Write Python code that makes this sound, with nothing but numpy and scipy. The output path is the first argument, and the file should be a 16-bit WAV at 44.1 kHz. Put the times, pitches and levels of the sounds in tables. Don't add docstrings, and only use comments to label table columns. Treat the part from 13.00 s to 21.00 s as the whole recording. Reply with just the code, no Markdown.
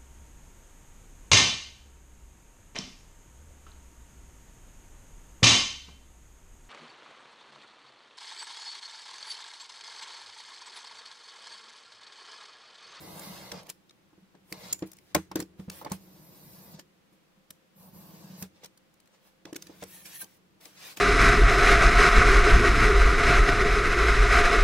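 import sys
import numpy as np
from scipy import signal
from scipy.fft import rfft, irfft, next_fast_len
from scipy.io import wavfile
from scipy.ndimage import uniform_filter1d

SR = 44100
rng = np.random.default_rng(int(sys.argv[2]) if len(sys.argv) > 2 else 0)


def unload_audio(sound):
    columns = np.transpose(np.atleast_2d(sound))
    steps = np.round(np.clip(columns, -1, 1) * 32767)
    wavfile.write(sys.argv[1], SR, steps.astype(np.int16))


def volts_from_db(level):
    exponent = np.asarray(level, float) / 20
    return 10 ** exponent


N = 352800


def evened(x):
    return x / np.sqrt(np.mean(x ** 2) + 1e-20)


def read(points, hz):
    f, value = np.transpose(points)
    return np.interp(np.log(hz + 1), np.log(f + 1), value)


def add(mix, s, sound):
    part = mix[:, round(s * SR):][:, :sound.shape[1]]
    part += sound[:, :part.shape[1]]


def colour(x, gain):
    size = next_fast_len(x.shape[-1])
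    spectrum = rfft(x, size) * gain(np.fft.rfftfreq(size, 1 / SR))
    return irfft(spectrum, size)[..., :x.shape[-1]]


def above(hz, edge_hz, order=8):
    return 1 / np.sqrt(1 + (edge_hz / (hz + 1)) ** order)


def pair(size, same):
    a, b = rng.standard_normal((2, size))
    right = colour(a, same) + colour(b, lambda hz: np.sqrt(1 - same(hz) ** 2))
    return np.array([a, right])


def ring(modes, t):
    return sum(volts_from_db(db - 60 * t / t60) * np.sin(2 * np.pi * hz * t) for hz, db, t60 in modes)


def favour(modes, hz, reach_hz):
    return [(f, db - 9 * min(abs(f - hz) / reach_hz, 2), t60) for f, db, t60 in modes]


def desk(x, near_db=-3.0, near_t60=0.012, far_db=-17, far_t60=0.24):
    t = np.arange(6000) / SR
    taps = rng.standard_normal((2, len(t))) * (rng.random((2, len(t))) < .12)
    near = taps * volts_from_db(-60 * t / near_t60)
    far = taps * volts_from_db(-60 * t / far_t60)
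    echo = volts_from_db(near_db) * near / np.linalg.norm(near[0]) + volts_from_db(far_db) * far / np.linalg.norm(far[0])
    echo[[0, 1], rng.integers(0, 6, 2)] += 1
    echo /= np.linalg.norm(echo, axis=1)[:, None]
    return signal.fftconvolve(x[None], echo, axes=1)


def moving(x, step_s=0.05):
    turn = np.arange(len(x)) / SR / step_s
    out = 0
    for k in range(4):
        distance = abs((turn - k + 2) % 4 - 2)
        fade = np.cos(np.pi / 2 * np.clip(distance, 0, 1))
        out = out + desk(x * fade, near_t60=0.06, near_db=3.5)[:, :len(x) + 3000]
    return out


# f/Hz, relative level/dB
BOARD_RUMBLE = [(160, -42), (280, -8), (346, -16), (448, -2.5), (527, -1), (781, -5.5), (867, -3.5),
                (1150, -6), (1500, -24.5), (1950, -47), (3300, -120)]


def stroke(rows, hiss, board_db, table_db):
    s, *columns = np.transpose(rows)
    t = np.arange(s[0] - .004, s[-1] + .004, 1 / SR)
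    edges = np.sqrt(np.clip(np.minimum(t - t[0], t[-1] - t) / .008, 0, 1))
    drag_db, fizz_db, weight_db = (np.interp(t, s, c) for c in columns)
    rumble = volts_from_db(weight_db + board_db) * edges
    shake = volts_from_db(weight_db + table_db) * edges

    def slow(width):
        return uniform_filter1d(rng.standard_normal(len(t)), width)

    grain_db, judder_db, stutter_db = 3.5, 0.06, 2.5
    cells = rng.standard_normal(len(t)) * volts_from_db(grain_db * np.minimum(rng.exponential(1, len(t)), 4))
    cells *= volts_from_db(judder_db * evened(slow(300)))

    def high(hz):
        return above(hz, 9000, order=16)

    scrape = evened(colour(cells, lambda hz: volts_from_db(read(hiss, hz)) * (1 - high(hz))))
    tearing = evened(colour(cells, lambda hz: volts_from_db(read(hiss, hz)) * high(hz)))
    out = moving(volts_from_db(drag_db) * edges * (scrape + volts_from_db(fizz_db) * tearing))

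    drag = pair(len(t) + 4000, lambda hz: np.clip(.98 - hz / 1500, 0, 1))
    drumming = evened(colour(drag, lambda hz: volts_from_db(read(BOARD_RUMBLE, hz))))[:, 4000:]
    out[:, :len(t)] += rumble * drumming
    shake = shake * volts_from_db(stutter_db * evened(uniform_filter1d(slow(400), 400)))
    top = ring([(178, 7, 0.063), (80, -33.0, 0.056)], np.arange(4000) / SR)
    shaking = signal.fftconvolve(drag, top[None], "valid", axes=1)[:, :len(t)]
    out[:, :len(t)] += shake * evened(shaking)
    return max(t[0], 0), out


# t/s, drag level/dB, fizz of tearing cells over
# the drag/dB, # weight level/dB before it is shared between board and table (so for every stroke below)
LOUD_STROKES = [
    [(0.0, -54.5, 3, -51), (0.042, -55, -1, -49), (0.19, -53.5, 2.5, -47), (0.222, -49.5, 0, -49.5),
     (0.264, -49.5, -1.5, -47), (0.508, -53, -6.5, -52), (0.514, -46, -2, -48)],
    [(0.527, -50, -5, -50), (0.541, -53, -10, -44), (0.595, -51, -16, -50), (0.641, -68, -5, -56),
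     (0.655, -67, -14, -57), (0.67, -56, -8, -53)],
    [(1.535, -49, -10, -46), (1.553, -58, -7, -53), (1.607, -55.5, -2, -53.5), (1.643, -50, -7, -50),
     (1.681, -50.5, -4, -49.5), (1.699, -50.5, -8, -54), (1.72, -46, -17, -48.5)],
]
# f/Hz, relative level/dB
LOUD_HISS = [(760, -19.5), (1300, -3.5), (1870, -4.5), (2100, 2), (2330, -4.5), (3280, -3.5), (4530, -0.5),
             (7850, -9), (11900, -10), (13900, -8), (15600, -14.5)]


def loud_strokes():
    return [stroke(rows, LOUD_HISS, board_db=-2.7, table_db=-6) for rows in LOUD_STROKES]


# t/s, drag level/dB, fizz over the drag/dB, weight level/dB
BRIGHT_CUTS = [
    [(2.98, -67.5, 2.5, -68.5), (3.334, -64.5, 6.5, -63.5), (3.522, -62, 7.5, -64.5),
     (3.726, -61, 5.5, -59), (3.748, -56, -11, -56), (3.76, -63, -11, -64), (3.784, -64, -10, -64),
     (3.796, -50.5, -5, -59.5), (3.82, -86, -2, -70)],
    [(4.74, -85, 3.5, -89), (4.766, -73, 12, -69), (4.816, -66.5, 9.5, -62.5), (4.882, -70, 11.5, -59.5),
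     (4.912, -72, 4, -70), (4.948, -64.5, 9, -59.5), (5.354, -59.5, -3, -60.5), (5.416, -57, 13, -60),
     (5.42, -51, -3, -47)],
]
# f/Hz, relative level/dB
BRIGHT_HISS = [(760, -15), (1300, -18), (1410, -6), (1540, -3), (1910, -8.5), (3250, -7.5), (4670, -3),
               (6580, -6), (7770, -7.5), (10200, -5), (12000, 1.5), (14000, 4), (15600, -2.5)]


def bright_cuts():
    return [stroke(rows, BRIGHT_HISS, board_db=0, table_db=2.7) for rows in BRIGHT_CUTS]


# t/s, drag level/dB, fizz over the drag/dB, weight level/dB
PULLS = [
    [(6.845, -58, -1, -58), (6.855, -61, -9, -70), (6.883, -59.5, 4, -69), (6.937, -56, 5, -72),
     (6.949, -56, 7, -64), (7.043, -60.5, 4, -73), (7.057, -48, 1, -62), (7.083, -54.5, 2, -64),
     (7.125, -51, -4, -67), (7.153, -51, 7.5, -68), (7.185, -58.5, 11, -77), (7.217, -45, 11.5, -65),
     (7.227, -51.5, 2, -54), (7.26, -74, 3, -65)],
]
# f/Hz, relative level/dB
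PULL_HISS = [(760, -22.5), (1300, -14.5), (1570, -17), (1780, -10), (3380, -13), (4480, -14), (4920, -16.5),
             (5930, -12), (7850, -13.5), (10200, -9), (11000, -0.5), (12000, -7), (15600, -10)]


def pulls():
    return [stroke(rows, PULL_HISS, board_db=0, table_db=-6) for rows in PULLS]


# t/s, drag level/dB, fizz over the drag/dB, weight level/dB
SLIDES = [
    [(1.74, -50, -4, -54), (1.762, -71, -6, -77), (1.782, -75, -3, -83), (1.796, -66, 9, -81),
     (1.815, -73, 1, -63)],
    [(1.86, -64, 7, -66), (1.928, -71, -6, -72), (2.044, -75.5, 3, -88), (2.116, -64.5, -8, -75),
     (2.13, -75, -6, -66)],
    [(2.71, -53.5, 0, -55.5), (2.786, -56.5, 7, -62), (2.81, -57, 1, -64), (2.82, -59, 5, -47),
     (2.84, -71, 3, -58)],
    [(6.465, -60, -12.5, -48.5), (6.487, -63, -17.5, -62), (6.495, -64, -12, -56), (6.51, -66, -16, -56.5)],
    [(6.575, -68, -9, -62), (6.617, -64, 2, -76), (6.717, -62, -7, -63.5), (6.799, -65, 6, -70),
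     (6.82, -52, -5, -71)],
    [(7.26, -66, 0, -64), (7.284, -68, 1, -85), (7.302, -66.5, 1, -79), (7.372, -71, 3, -78),
     (7.4, -88, -16, -71)],
    [(7.6, -72, -8, -68.5), (7.606, -62, 2, -68.5), (7.652, -58, 4, -62.5), (7.732, -64, -4, -74),
     (7.76, -61, 1, -71)],
    [(7.76, -56.5, -6, -70), (7.868, -47, -0.5, -58.5), (7.914, -49, -3, -64.5), (7.96, -65, -2, -69),
     (7.965, -46, -2, -54)],
]
# f/Hz, relative level/dB
SLIDE_HISS = [(760, -13), (1300, -5.5), (2100, -2.5), (2690, -4.5), (3250, -4), (5630, -4.5), (7150, -8.5),
              (15600, -6)]


def slide(rows):
    return stroke(rows, SLIDE_HISS, board_db=0, table_db=-8)


# t/s of the peak, rise/s, fall/s, drag level/dB, fizz over it/dB
SCUFFS = [(.7, 0.034, 0.0224, -49, 0), (1.518, 0.076, 0.0052, -61, 7), (2.365, 0.0025, 0.033, -44, -10),
          (2.405, 0.0029, 0.028, -43, 0), (2.594, .04, 0.14, -63, 0), (2.85, .004, .04, -58, -2),
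          (2.912, .025, .004, -47, -13), (2.925, 0.0033, 0.056, -45.5, 2.5), (4.126, 0.0055, 0.056, -72, 5),
          (5.43, 0.0036, .05, -50, 0), (5.56, 0.063, 0.2, -67, -12), (5.646, 0.041, 0.032, -52, -8),
          (6.138, 0.053, 0.079, -66, -7.5), (6.27, 0.12, 0.093, -66, 1), (7.975, 0.0054, 0.043, -46, -2)]


def scuff(s, rise, fall, db, fizz_db):
    ends_db, weight_db = -24.5, -2
    shape = (-rise, ends_db), (0, 0), (fall, ends_db)
    return slide([(s + dt, db + end_db, fizz_db, db + end_db + weight_db) for dt, end_db in shape])


# f/Hz, relative level/dB, t60/s
BLADE = [(7090, 2, 0.045), (8400, -19, 0.05), (13400, -15, 0.04), (14030, -14, 0.04), (14780, -37, 0.27)]


def blade_snap():
    t = np.arange(8000) / SR
    onset = np.minimum(t / 0.0024, 1) * (1 + 6 * np.exp(-t / 0.0055))
    return 1.7255, volts_from_db(-28) * desk(ring(BLADE, t) * onset, near_db=-1.5)


# f/Hz, relative level/dB, t60/s
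SQUEAK = [(1570, 6.5, 0.049), (4495, -4, 0.057)]


def offcut_squeak():
    t = np.arange(8000) / SR
    return 7.214, volts_from_db(-38.5) * desk(ring(SQUEAK, t) * np.minimum(t / 0.011, 1), near_db=-6)


# t/s, level/dB (before a 10 dB trim),
# gain of the bright edge/dB, centre f/Hz, left over right/dB (before the echoes' own lean)
TICKS = [(0.194, -29, 6, 4590, 1.0), (0.5169, -23, -15, 1600, 1.5), (0.6304, -44.5, -5, 3510, 3),
         (0.6666, -42, -8, 2400, -1.5), (0.6914, -31, -9, 5710, -1.0), (0.6982, -22.5, 0, 5150, 1.5),
         (0.8935, -43.5, -18, 4160, 4), (0.9068, -44, -20, 4100, 1.5), (1.3497, -52, -37.5, 1650, 2.0),
         (1.5238, -20.5, -4.5, 3660, 0.5), (1.7272, -14.5, 2, 7050, 4.5), (1.79, -36.5, -2, 6980, 1),
         (1.823, -35.5, -28, 1550, 5), (1.8709, -41.5, 6, 5460, 2.0), (1.9155, -36.5, 2, 5170, 6),
         (1.931, -37, 3, 6660, 1), (1.967, -44, -3, 2614, 0.5), (1.9847, -41, -5, 2150, 0.0),
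         (2.147, -6.5, -12, 2320, -0.5), (2.1615, -23.5, -13, 2080, 4), (2.3142, -35, -13, 2270, -1.5),
         (2.3557, -18.5, -8, 1720, 3), (2.39, -35, -9.5, 4380, -3.5), (2.4003, -21.5, -7.5, 1690, -1.0),
         (2.4233, -34, -13, 5380, -4), (2.5962, -45, -23, 1400, 3), (2.698, -25, -4.5, 2700, 1),
         (2.8469, -32.5, -8, 1470, -5), (2.897, -43, -1, 1940, -3.5), (2.9173, -21, -1.5, 6300, 0.0),
         (3.793, -33.5, -9, 5130, -0.5), (4.5046, -29, -3.5, 5270, -1), (5.4235, -23.5, -2, 7180, -3),
         (5.6356, -38, -12, 5720, 1.5), (5.6434, -33.5, -5, 5980, 3), (5.6574, -35, -3, 5010, -1),
         (5.7738, -45.5, -4, 1558, -1.5), (5.9388, -53, -4, 1700, -0.5), (6.0003, -47.5, 2.5, 2640, 3),
         (6.0561, -54, -6.5, 7770, -1), (6.0731, -49, -2, 6800, 2), (6.4528, -33, -23, 1730, -2.5),
         (6.5283, -33, -10, 1670, -4), (6.545, -39, -20, 1720, -4.5), (6.5562, -34, -16, 7760, 6),
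         (6.5613, -23, -5.5, 7750, -2), (6.622, -29.5, -8, 6000, -1.5), (6.6674, -37.5, -10, 4590, -1.5),
         (6.8254, -32, -16, 2040, 3), (6.8354, -29.5, 2, 2120, 2.5), (7.2413, -36, -5, 6560, 0.0),
         (7.6092, -45.5, -7, 3420, 2), (7.6533, -33.5, -7, 2020, 3), (7.9698, -27.5, -13, 1630, 2.5),
         (7.9819, -38, -6, 2430, 0.5)]


def tick(s, db, top_db, centre_hz, pan_db):
    u = np.arange(2500) / SR / 0.017
    swell = np.minimum(u / 0.23, 1) ** 2
    burst = np.pad(rng.standard_normal(len(u)) * swell * volts_from_db(-60 * u), (40, 0))

    def gain(hz):
        body = 0.54 + 1 / np.sqrt(1 + ((hz - centre_hz) / (0.045 * centre_hz)) ** 2)
        bright = above(hz, 5800) * volts_from_db(top_db)
        return above(hz, 1400, order=4) * (body * (1 - above(hz, 8000)) + bright)

    sound = desk(colour(burst, gain))
    loudest = np.sqrt(uniform_filter1d((sound ** 2).mean(0), 90).max())
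    sides_db = np.array([[.5], [-.5]]) * pan_db
    return s - .002, sound / loudest * volts_from_db(db - 10.0 + sides_db)


# f/Hz, relative level/dB, t60/s
TABLE = [
    [(188, 4.5, 0.1566), (163.5, -1.5, 0.14), (116, -6.5, 0.089), (83, -8.5, 0.21)],
    [(272.5, -5.5, 0.0097), (298.6, -2.5, 0.11), (321.2, 1, 0.13), (349.5, -2.5, 0.082)],
    [(414, -1.5, 0.11), (473.6, 1, 0.076), (505.7, -10.5, 0.13), (595, 4, 0.044), (705, 1.5, 0.036)],
    [(866, -2, 0.035), (924, 0.5, 0.031), (1070, 0.5, 0.054), (1220.6, 4.5, 0.02)],
]
# t/s, strength level/dB, depth (lift of the lowest group)/dB,
# hardness (lift of the puff and the two upper groups)/dB, favoured f/Hz
KNOCKS = [(0.521, -48.5, 7, 12.5, 576), (0.542, -49.5, -20, 10, 519), (0.681, -56, -7, 11.5, 616),
          (1.131, -56.5, -10, -3, 953), (1.18, -55.5, 1, -7, 452), (1.346, -54, -4, 5, 510),
          (1.521, -41, -2.5, -2, 455), (1.722, -47.5, -14, 4, 1100), (1.824, -26.5, -7.5, -4, 471),
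          (2.151, -23.5, -9, 9, 666), (2.164, -26.5, 0.5, -9, 474), (2.315, -43, -1.5, 8, 890),
          (2.358, -22, -11, -4, 509), (2.396, -28.5, -9.5, -3, 401), (2.423, -34.5, -11, -10.5, 500),
          (2.596, -45.5, 10, 0.5, 439), (2.682, -49.5, 16, 8.5, 404), (2.815, -53, -5, 16, 1100),
          (2.848, -47.5, -12.5, 12, 610), (2.862, -41.5, -4, 13, 756), (2.917, -40.5, 11.5, 9.5, 920),
          (3.789, -50.5, -12, 0.5, 595), (4.125, -59.5, -1, -10.5, 538), (4.505, -60.5, 7, 5, 529),
          (5.425, -49, 13, 7.5, 430), (5.634, -54.5, -6, 6, 490), (6.454, -41.5, -16, -8, 392),
          (6.528, -34, -19.5, -9, 401), (6.558, -37, -17, -7, 425), (6.665, -55, -1, -7, 514),
          (6.697, -43, -16, -3, 482), (6.825, -43, 1.5, 10.5, 600), (7.23, -51.5, -21, -2, 455),
          (7.66, -54, -13, 1.5, 493), (7.973, -47.5, -19, -5, 445)]


def knock(s, strength_db, depth_db, hard_db, hz):
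    t = np.arange(12000) / SR
    noise = pair(len(t), lambda hz: 0.4 + 0 * hz)
    puff = colour(noise, lambda hz: above(hz, 170, order=4) / (1 + (hz / 1500) ** 2))
    decay = volts_from_db(-60 * t / 0.099) * np.minimum(t / 0.0099, 1)
    sound = volts_from_db(strength_db + hard_db - 9.5) * evened(puff) * decay
    groups = TABLE[0], TABLE[1], favour(TABLE[2], hz, 250), favour(TABLE[3], hz, 380)
    levels_db = strength_db + np.array([depth_db - 4, -3, hard_db - 2.5, hard_db + 1.0])
    for modes, db, spread_db in zip(groups, levels_db, (1.5, 2.5, 3.5, 4.5)):
        for f, mode_db, t60 in modes:
            chance, lean, lag = rng.uniform(-1.4, 1, size=3)
            mode = ring([(f, db + mode_db + spread_db * chance, t60)], t) * np.minimum(t / 0.0016, 1)
            shift = round(6 * lag)
            sides = np.array([np.roll(mode, shift), np.roll(mode, -shift)])
            sound += volts_from_db(spread_db * lean * np.array([[.5], [-.5]])) * sides
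    return s - .001, sound


# t/s, level/dB (before a 5.5 dB lift), favoured f/Hz among the low modes
JOLTS = [(0.268, -41, 187), (1.225, -52, 188), (1.627, -46, 167), (3.194, -45, 167), (3.229, -54, 188),
         (3.308, -54, 167), (3.369, -51.5, 145), (3.529, -54, 191), (3.743, -36, 163.5), (3.899, -58, 190),
         (4.376, -52.5, 178), (4.762, -50, 178), (4.93, -42, 162), (4.985, -44, 188.9), (5.04, -42.5, 168),
         (5.09, -36.5, 147), (5.141, -38.5, 164), (5.189, -56, 143), (5.244, -35.5, 156), (5.303, -39, 173),
         (5.331, -39, 182.5), (5.389, -40, 164), (5.78, -66.5, 218), (6.535, -45, 125), (6.774, -48.5, 183),
         (6.83, -40, 110), (7.02, -56, 180), (7.1, -57, 160)]


def jolt(s, db, hz):
    t = np.arange(9000) / SR
    push = np.minimum(t / 0.02, 1) * volts_from_db(-60 * t / 0.27)
    mode = volts_from_db(db + 5.5) * ring(favour(TABLE[0], hz, 30), t) * push
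    return s - .003, np.array([mode, mode])


# t/s, level/dB
STIR = [(0.0, -51), (0.38, -55), (0.71, -67), (1.23, -72), (1.76, -59), (1.89, -64.5), (2.18, -64),
        (2.32, -58.5), (3.65, -59.5), (3.83, -65), (4.1, -74), (4.81, -71.5), (4.94, -60), (5.24, -56.5),
        (5.61, -68), (6.24, -77), (6.51, -66), (6.64, -60), (7.24, -68), (8.0, -68)]


def table_murmur():
    t = np.arange(N) / SR
    top = ring(TABLE[0] + TABLE[1], np.arange(8000) / SR)
    murmur = signal.fftconvolve(pair(N, lambda hz: 0.79 + 0 * hz), top[None], axes=1)[:, :N]
    return volts_from_db(np.interp(t, *np.transpose(STIR))) * evened(murmur)


# t/s, f/Hz, level/dB
HUM = [(2.97, 523, -90), (3.099, 525, -80), (7.35, 525, -76), (7.449, 522, -100)]


def far_machine():
    t = np.arange(N) / SR
    s, hz, db = np.transpose(HUM)
    waver = volts_from_db(1.1 * evened(uniform_filter1d(rng.standard_normal(N), 3000)))
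    phase = 2 * np.pi * np.cumsum(np.interp(t, s, hz)) / SR
    return volts_from_db(np.interp(t, s, db, -120, -120)) * waver * np.sin(phase)


# f/Hz, relative level/dB
AIR = [(12, -32.5), (20, 7), (30, -19), (49, -16), (109, -27), (191, -10.5), (352, -24.5), (519, -15.5),
       (581, -22), (834, -23), (3000, -28), (9390, -39), (15500, -40)]
# f/Hz, correlation (values below 0 count as 0)
SAME = [(60, 0.15), (240, -0.036), (950, 0.018), (3770, -0.07), (15000, -0.02)]


def air():
    hiss = pair(N, lambda hz: np.clip(read(SAME, hz), 0, 1))
    return volts_from_db(-65) * evened(colour(hiss, lambda hz: volts_from_db(read(AIR, hz))))


def scene():
    mix = air() + far_machine() + table_murmur()
    strokes = loud_strokes() + bright_cuts() + pulls() + [slide(rows) for rows in SLIDES]
    for s, sound in strokes + [blade_snap(), offcut_squeak()]:
        add(mix, s, sound)
    for rows, hit in ((SCUFFS, scuff), (TICKS, tick), (KNOCKS, knock), (JOLTS, jolt)):
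        for row in rows:
            add(mix, *hit(*row))
    return mix


def low_pass(x):
    return signal.sosfilt(signal.butter(12, 16680, fs=SR, output="sos"), x)


def record(dry):
    def response(hz):
        low_cut = (0.13 + above(hz, 84, order=6)) / 1.069
        band_limit = 1 - above(hz, 15850, order=300)
        return low_cut * band_limit

    shaped = colour(dry, response)
    return low_pass(shaped)


dry = scene()
out = record(dry)
unload_audio(out)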